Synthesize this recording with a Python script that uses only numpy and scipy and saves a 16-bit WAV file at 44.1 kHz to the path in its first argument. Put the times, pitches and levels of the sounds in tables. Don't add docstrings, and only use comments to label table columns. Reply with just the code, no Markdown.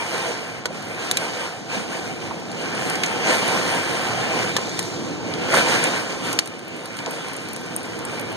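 import sys
import numpy as np
from scipy import signal
from scipy.fft import rfft, irfft, next_fast_len
from scipy.io import wavfile
from scipy.ndimage import uniform_filter1d, map_coordinates

SR = 44100
rng = np.random.default_rng(int(sys.argv[2]) if len(sys.argv) > 2 else 0)


def store_wav(level_fs):
    pcm = np.round(np.clip(np.atleast_2d(level_fs), -1, 1) * 32767)
    wavfile.write(sys.argv[1], SR, pcm.T.astype(np.int16))


N = 368676

# frequency in Hz, relative level in dB.
TICK_SPECTRUM = [(50, -45), (500, -13), (2500, -15), (6000, -13), (8000, -2), (9300, 0), (11000, -3),
                 (13000, -10), (15500, -16)]


def amp(db):
    return 10 ** (np.asarray(db) / 20)


def unit(x):
    return x / np.sqrt(np.mean(x ** 2) + 1e-20)


def along(points, hz):
    knots_hz, values = np.transpose(points)
    return np.interp(np.log(hz + 1), np.log(knots_hz + 1), values)


def over_time(points):
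    return np.interp(np.arange(N) / SR, *np.transpose(points))


def wobble(rate):
    knots = rng.standard_normal(int(N * rate / SR) + 4)
    return map_coordinates(knots, [np.arange(N) * rate / SR])


def filtered(x, response):
    n = x.shape[-1]
    size = next_fast_len(n + 4096)
    return irfft(rfft(x, size) * response(np.fft.rfftfreq(size, 1 / SR)), size)[..., :n]


def bump(hz, centre, width):
    return 1 / (1 + (2 * (hz - centre) / width) ** 2)


def add(track, start_s, sound):
    part = track[:, max(round(start_s * SR), 0):][:, :sound.shape[1]]
    part += sound[:, :part.shape[1]]


def indoors(x, spectrum):
    # centre in Hz, width in Hz, lift in dB.
    resonances = [(109.6, 16, 7.5), (168.3, 36, 5), (243.5, 10.4, 5.5), (338, 23, 4), (488, 104, 6.5),
                  (657, 44, 5.5), (756, 51, 6), (921, 57, 5.5), (1057, 44, 6), (1540, 48, 1.5),
                  (1782, 74, 5.5), (1784, 460, -8), (2365, 106, 5.5)]
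    lift_db = lambda hz: sum(db * bump(hz, centre, width) for centre, width, db in resonances)
    return unit(filtered(x, lambda hz: amp(along(spectrum, hz) + lift_db(hz))))


def rush(patchy_db):
    spectra = signal.stft(rng.standard_normal((2, N)), nperseg=512)[2]
    patches = uniform_filter1d(rng.standard_normal(spectra.shape[1:]), size=6, axis=0)
    patches = unit(uniform_filter1d(patches, size=12, axis=1))
    return unit(signal.istft(spectra * amp(patchy_db * patches), nperseg=512)[1][:, :N])


def resonant_noise(pitch_hz, width_hz):
    phase = 2 * np.pi * np.cumsum(pitch_hz) / SR
    a, b = unit(filtered(rng.standard_normal((2, 2, N)), lambda hz: bump(hz, 0, width_hz)))
    return a * np.cos(phase) + b * np.sin(phase)


def patter(rate, spread_db, t60=.015):
    size = amp(spread_db * np.minimum(rng.exponential(size=N), 4))
    energy = (rng.random(N) < rate / SR) * size ** 2
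    power = signal.lfilter([1], [1, -amp(-120 / (t60 * SR))], energy)
    return unit(np.sqrt(power) * rng.standard_normal((2, N)))


def wind():
    # frequency in Hz, relative level in dB.
    roar_spectrum = [(25, -39), (50, -35), (70, -18), (100, -12), (150, -4.5), (300, 1.5), (500, -5.5),
                     (800, -10), (1300, -18.5), (3000, -59), (8000, -55)]
    boom_spectrum = [(25, -42), (55, -30), (85, -13.5), (115, 0.5), (135, -5), (155, -5), (220, -4.5),
                     (400, -57)]
    # time in seconds, relative level in dB.
    roar_swell = [(0, -37), (.6, -38), (1.1, -35), (1.58, -38.5), (1.8, -33.5), (2.45, -33.5), (2.8, -30),
                  (3.1, -31), (3.65, -28), (3.95, -30.5), (4.4, -29.5), (4.75, -31), (5.5, -26.5),
                  (6.1, -33), (6.33, -28.5), (6.47, -37.5), (8.36, -31.5)]
    boom_swell = [(0, -53), (.7, -45.5), (1.3, -51), (2.2, -44.5), (3.7, -47), (4.2, -40), (4.8, -43),
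                  (5.35, -41), (5.9, -47), (6.5, -56.5), (7.5, -48.5), (8.36, -44)]
    roar_db = over_time(roar_swell) - 3 + .073 * wobble(11)
    roar = indoors(rush(patchy_db=.7), roar_spectrum)
    boom = unit(filtered(rush(patchy_db=1.1), lambda hz: amp(along(boom_spectrum, hz))))
    return amp(roar_db) * roar + amp(over_time(boom_swell)) * boom


def downpour():
    # time in seconds, then drumming, hiss and fizz in dB.
    steady_rain = [(0.0, -30, -39, -44), (0.62, -39, -49.5, -60.5), (1.6, -41, -48.5, -63),
                   (2.42, -40.5, -47.5, -62), (2.8, -28.5, -40, -45.5), (3.8, -27.5, -38, -43.5),
                   (4.401, -26.5, -36.5, -44.5), (4.5, -32, -39.5, -53), (4.849, -36, -38, -51.5),
                   (5.2, -38, -45, -58.5), (5.45, -29, -40.5, -52), (5.95, -35.5, -44, -55),
                   (6.55, -41.5, -51, -63), (6.752, -39, -48.5, -57), (7.25, -35, -45, -52.5),
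                   (7.65, -38, -45.5, -52.5), (8.36, -33.5, -46.5, -53.5)]
    # time of full force in seconds, drumming in dB, hold in seconds.
    gusts = [(0.141, -30.5, 0.2), (0.752, -38.5, 0.1287), (1.011, -32, 0.45), (1.729, -27.5, 0.02435),
             (1.923, -34.0, 0.14), (2.222, -37, 0.055), (2.62, -35, 0.068), (3.27, -21, 0.039),
             (3.418, -27.5, 0.28), (4.414, -31, 0.018), (5.552, -19.5, 0.0261), (5.685, -21, 0.0582),
             (5.835, -25.5, 0.13), (6.104, -30.5, 0.0206), (6.258, -29.5, 0.061), (7.094, -41, 0.1245)]
    rise_db_per_s, drain_db_per_s = 241, 95.5
    shares_db = (0, -9, -16)
    t = np.arange(N) / SR
    gust_power = np.zeros(N)
    for full_s, db, hold_s in gusts:
        rising_db = rise_db_per_s * np.maximum(full_s - t, 0)
        draining_db = drain_db_per_s * np.maximum(t - full_s - hold_s, 0)
        gust_power += amp(db - rising_db - draining_db) ** 2
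    times, *steady_db = np.transpose(steady_rain)
    return [10 * np.log10(amp(np.interp(t, times, db)) ** 2 + gust_power * amp(share_db) ** 2)
            for db, share_db in zip(steady_db, shares_db)]


def rain(sheet_db, hiss_db, fizz_db):
    # frequency in Hz, relative level in dB.
    sheet_spectrum = [(25, -65), (100, -19), (160, -5), (250, -4.5), (500, 2), (900, -1.5), (1170, -2.5),
                      (1550, 3.5), (2400, -0.5), (3000, 0), (3800, -16.5), (5000, -11), (8000, -54),
                      (15000, -57)]
    spray_spectrum = [(100, -56), (2000, -34), (3600, 2.5), (5000, 1.5), (6500, 1), (7600, -3),
                      (9500, -20.5), (15000, -37)]
    mist_spectrum = [(300, -60), (5000, -31), (7000, -10), (8100, 8), (9500, 4.5), (11000, -3.5),
                     (12200, -6), (13300, -15), (14600, -12), (15500, -28)]
    drumming = unit(rush(patchy_db=2.5) + amp(-1) * patter(rate=970, spread_db=0))
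    spray = unit(rush(patchy_db=1.5) + amp(-4) * patter(rate=900, spread_db=2.6))
    mist = unit(rush(patchy_db=1.5) + amp(-7.5) * patter(rate=800, spread_db=2.7))
    flutter = wobble(14)
    sheets = amp(sheet_db + .68 * flutter) * indoors(drumming, sheet_spectrum)
    splash_hz = 1587 + 25 * (sheet_db - sheet_db.mean()) + 69.8 * wobble(6)
    splash = amp(sheet_db - 16) * resonant_noise(splash_hz, width_hz=500)
    hiss = amp(hiss_db + .5 * flutter) * indoors(spray, spray_spectrum)
    fizz = amp(fizz_db + 1.8 * flutter) * indoors(mist, mist_spectrum)
    ticks = amp(-65.5) * indoors(patter(rate=14, spread_db=2.8, t60=.025), TICK_SPECTRUM)
    return sheets + splash + hiss + fizz + ticks


def window_recess(x, echo_db, count=8):
    delays_s = rng.uniform(.002, .022, count)
    taps = np.bincount((delays_s * SR).astype(int), rng.choice([-1, 1], count))
    echoes = signal.fftconvolve(x, taps[None], axes=1)[:, :N]
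    return x + amp(echo_db) * filtered(echoes, lambda hz: hz ** 2 / (hz ** 2 + 1500 ** 2))


def glass_impact(colour_db, t60, room_db, room_t60):
    snap_db, snap_t60, rise_s = 4, .0032, .0002
    t = np.arange(SR // 8) / SR
    modes = unit(filtered(rng.standard_normal((2, len(t))), lambda hz: amp(colour_db(hz))))
    decay = amp(snap_db - 60 * t / snap_t60) + amp(-60 * t / t60) + amp(room_db - 60 * t / room_t60)
    hit = modes * decay * (1 - np.exp(-t / rise_s))
    return hit / np.std(hit[:, :SR // 250])


def heavy_drops():
    # start in seconds, then overall level, slap and sparkle in relative dB.
    drops = [(0.1803, -23, 7, -10), (0.826, -35, -3, -5), (1.991, -30, 16, -4), (2.516, -29.5, 5, -8),
             (2.7496, -29, -4, -10), (2.899, -20, -3, -10), (3.4795, -22, -12, -10), (4.4928, -31, 4, -10),
             (4.828, -26, 1, -2), (5.3383, -21, 17, -12), (5.5224, -19, 19, -10), (5.5424, -19, 3, -14),
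             (5.84, -15, -9, -20), (6.2957, -32, 8, -8), (6.459, -28, -5, -4), (6.4747, -26.5, 4, -5),
             (6.593, -34, 5, -5), (6.682, -39, -9, 3), (6.7646, -42, -4, -2), (6.857, -27, 2, -3),
             (6.9687, -29.5, 2, -3), (6.981, -36, -12, -8), (7.1093, -26.5, -14, 0), (7.2839, -29, 5, -3),
             (7.3337, -31, -4, 0), (7.3656, -28, -18, -10), (7.4873, -28, 5, -1), (7.5327, -28.5, -15, 0),
             (7.5628, -24.5, 3, -4), (7.662, -35, -12, -10), (7.7635, -17, -45, -4), (7.832, -32, -9, -8),
             (7.8555, -36, -2, -8), (7.99, -30, 3, -4), (8.0513, -23.5, -20, -9), (8.1965, -26.5, -2, -5),
             (8.212, -33, -13.5, 5), (8.3255, -33, 2, -10)]
    out = np.zeros((2, N))
    for start_s, db, slap_db, sparkle_db in drops:
        pitch_hz = 8350 * (1 + .04 * rng.standard_normal())
        tilt = [(4500, slap_db + 11), (8000, 0), (10000, 0), (11300, sparkle_db)]
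        colour_db = lambda hz: along(TICK_SPECTRUM, hz) + along(tilt, hz) + 3 * bump(hz, pitch_hz, 1500)
        tick = glass_impact(colour_db, t60=.016, room_db=-15, room_t60=.06)
        add(out, start_s, amp(db - 6.5) * tick)
    return out


def hail():
    # start in seconds; overall level, thud, body and crack in relative dB;
    # ring pitch in Hz, ring level against the knock in dB, the knock's t60 in seconds.
    stones = [(0.656, -12, 3, -7.5, -23, 1500, -5, .04), (1.1124, -7.5, -9, -8, -15, 3930, -7, 0.028),
              (1.171, -9.5, -21, -2, -16, 3890, -5.5, 0.035),
              (2.9558, -22.5, -11, -24, -21, 6400, -3, .025), (3.0351, -9.5, -9, 0, -20, 2200, -2, 0.052),
              (3.0615, -21, -15, -30, -25, 6350, 1, .03), (4.5656, -8.5, -2, -11, -24.5, 1760, -3.5, 0.038),
              (4.615, -28, -15, -22, -30, 6640, -3, .025), (4.6938, -26.5, -15, -24, -30, 6600, 0, .025),
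              (4.7916, -12, -3, -5, -13, 4000, -8, 0.032), (6.329, -18, -17, -14, -12, 6400, -6, 0.027),
              (6.3895, -4, -7.5, -10.5, -24, 4300, -3.5, 0.028),
              (6.9888, -23.5, -2, -4, -26, 3000, 0, 0.038), (7.061, -21, -19, -12, -34, 6800, -7, 0.024)]
    # frequency in Hz, relative level in dB.
    knock_spectrum = [(30, -50), (120, -24), (400, 20), (1200, 6), (2200, 7.5), (5000, 7.5), (8000, 3.5),
                      (11000, -6), (15500, -21)]
    out = np.zeros((2, N))
    for start_s, db, thud_db, body_db, crack_db, ring_hz, ring_db, t60 in stones:
        tilt = [(200, thud_db - 6), (900, thud_db + .5), (2300, body_db + 11),
                (5000, 0), (9000, crack_db + 23.5)]
        colour_db = lambda hz: along(knock_spectrum, hz) + along(tilt, hz)
        knock = glass_impact(colour_db, t60, room_db=-32, room_t60=.07)
        t = np.arange(knock.shape[1]) / SR
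        ring = np.sin(2 * np.pi * ring_hz * t) * amp(ring_db - 60 * t / (.92 * t60))
        add(out, start_s, amp(db - 8) * (knock + ring))
    return out


def thumps():
    # start in seconds, level in dB, pitch in Hz, width in Hz, t60 in seconds.
    blows = [(0.705, -32, 654, 160, 0.05), (1.764, -29.5, 185, 60, 0.17), (2.309, -30.5, 920, 450, 0.06),
             (4.583, -26.5, 600, 700, 0.017), (4.678, -30, 600, 350, 0.039), (5.536, -18, 794, 1415, 0.075),
             (7.066, -30, 794, 900, 0.083), (7.076, -28, 474, 446, 0.1)]
    out = np.zeros((2, N))
    t = np.arange(SR // 6) / SR
    onset = 1 - np.exp(-t / .002)
    for start_s, db, pitch_hz, width_hz, t60 in blows:
        hollow = lambda hz: bump(hz, pitch_hz, width_hz) * hz ** 2 / (hz ** 2 + 250 ** 2)
        blow = filtered(rng.standard_normal((2, len(t))), hollow) * amp(-60 * t / t60) * onset
        add(out, start_s, amp(db) * blow / np.std(blow[:, :SR // 100]))
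    return out


def howl():
    # time in seconds, pitch in Hz, level in dB.
    course = [(2.4, 740, -45), (3.2, 801, -38.5), (3.7, 767, -45), (4.3, 789, -33), (4.701, 704, -73),
              (5.401, 517.8, -46), (5.58, 498, -26), (5.85, 515, -53), (6.2, 485, -62)]
    times, pitch_hz, db = np.transpose(course)
    t = np.arange(N) / SR
    return amp(np.interp(t, times, db)) * resonant_noise(np.interp(t, times, pitch_hz), width_hz=170)


def microphone_pair(sound):
    # frequency in Hz, likeness of left and right from 0 to 1.
    likeness = [(60, 0.078), (300, 0.62), (600, 0.61), (2000, 0.16), (10000, 0.68)]
    shares = lambda hz: np.sqrt([(1 + along(likeness, hz)) / 2, (1 - along(likeness, hz)) / 2])
    common, apart = filtered(sound, shares)
    return np.array([common + apart, common - apart])


def scene():
    water = window_recess(rain(*downpour()), echo_db=-23)
    low_cut = signal.butter(3, 170, "highpass", fs=SR, output="sos")
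    impacts = signal.sosfilt(low_cut, heavy_drops() + hail() + thumps())
    return microphone_pair(wind() + howl() + water + impacts)


def record(dry):
    # frequency in Hz, relative side gain in dB.
    side_gain = [(60, -9), (130, -5), (270, -0.5), (400, -2), (520, -5), (750, -6.5), (1050, 2.5),
                 (1500, 3), (2000, 3.5), (3000, -2), (4600, 2), (5600, -1.5), (8000, .5)]
    # frequency in Hz, lean to the left in dB.
    lean = [(160, .15), (215, .26), (300, -.99), (700, -.88), (1100, -.14)]
    comb_hz, top_hz = 2605, 15550

    def widen(hz):
        angle = np.pi * np.maximum(hz / comb_hz, 1 / 4)
        return np.sqrt(2) * np.array([-1j * np.sin(angle), np.cos(angle) * amp(along(side_gain, hz))])

    mid, side = filtered(dry, widen)
    pair = np.array([mid + side, mid - side])
    pair = filtered(pair, lambda hz: amp([along(lean, hz), -along(lean, hz)]))
    return filtered(np.clip(pair, -1, 1), lambda hz: 1 / np.sqrt(1 + (hz / top_hz) ** 160))


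dry = scene()
out = record(dry)
store_wav(out)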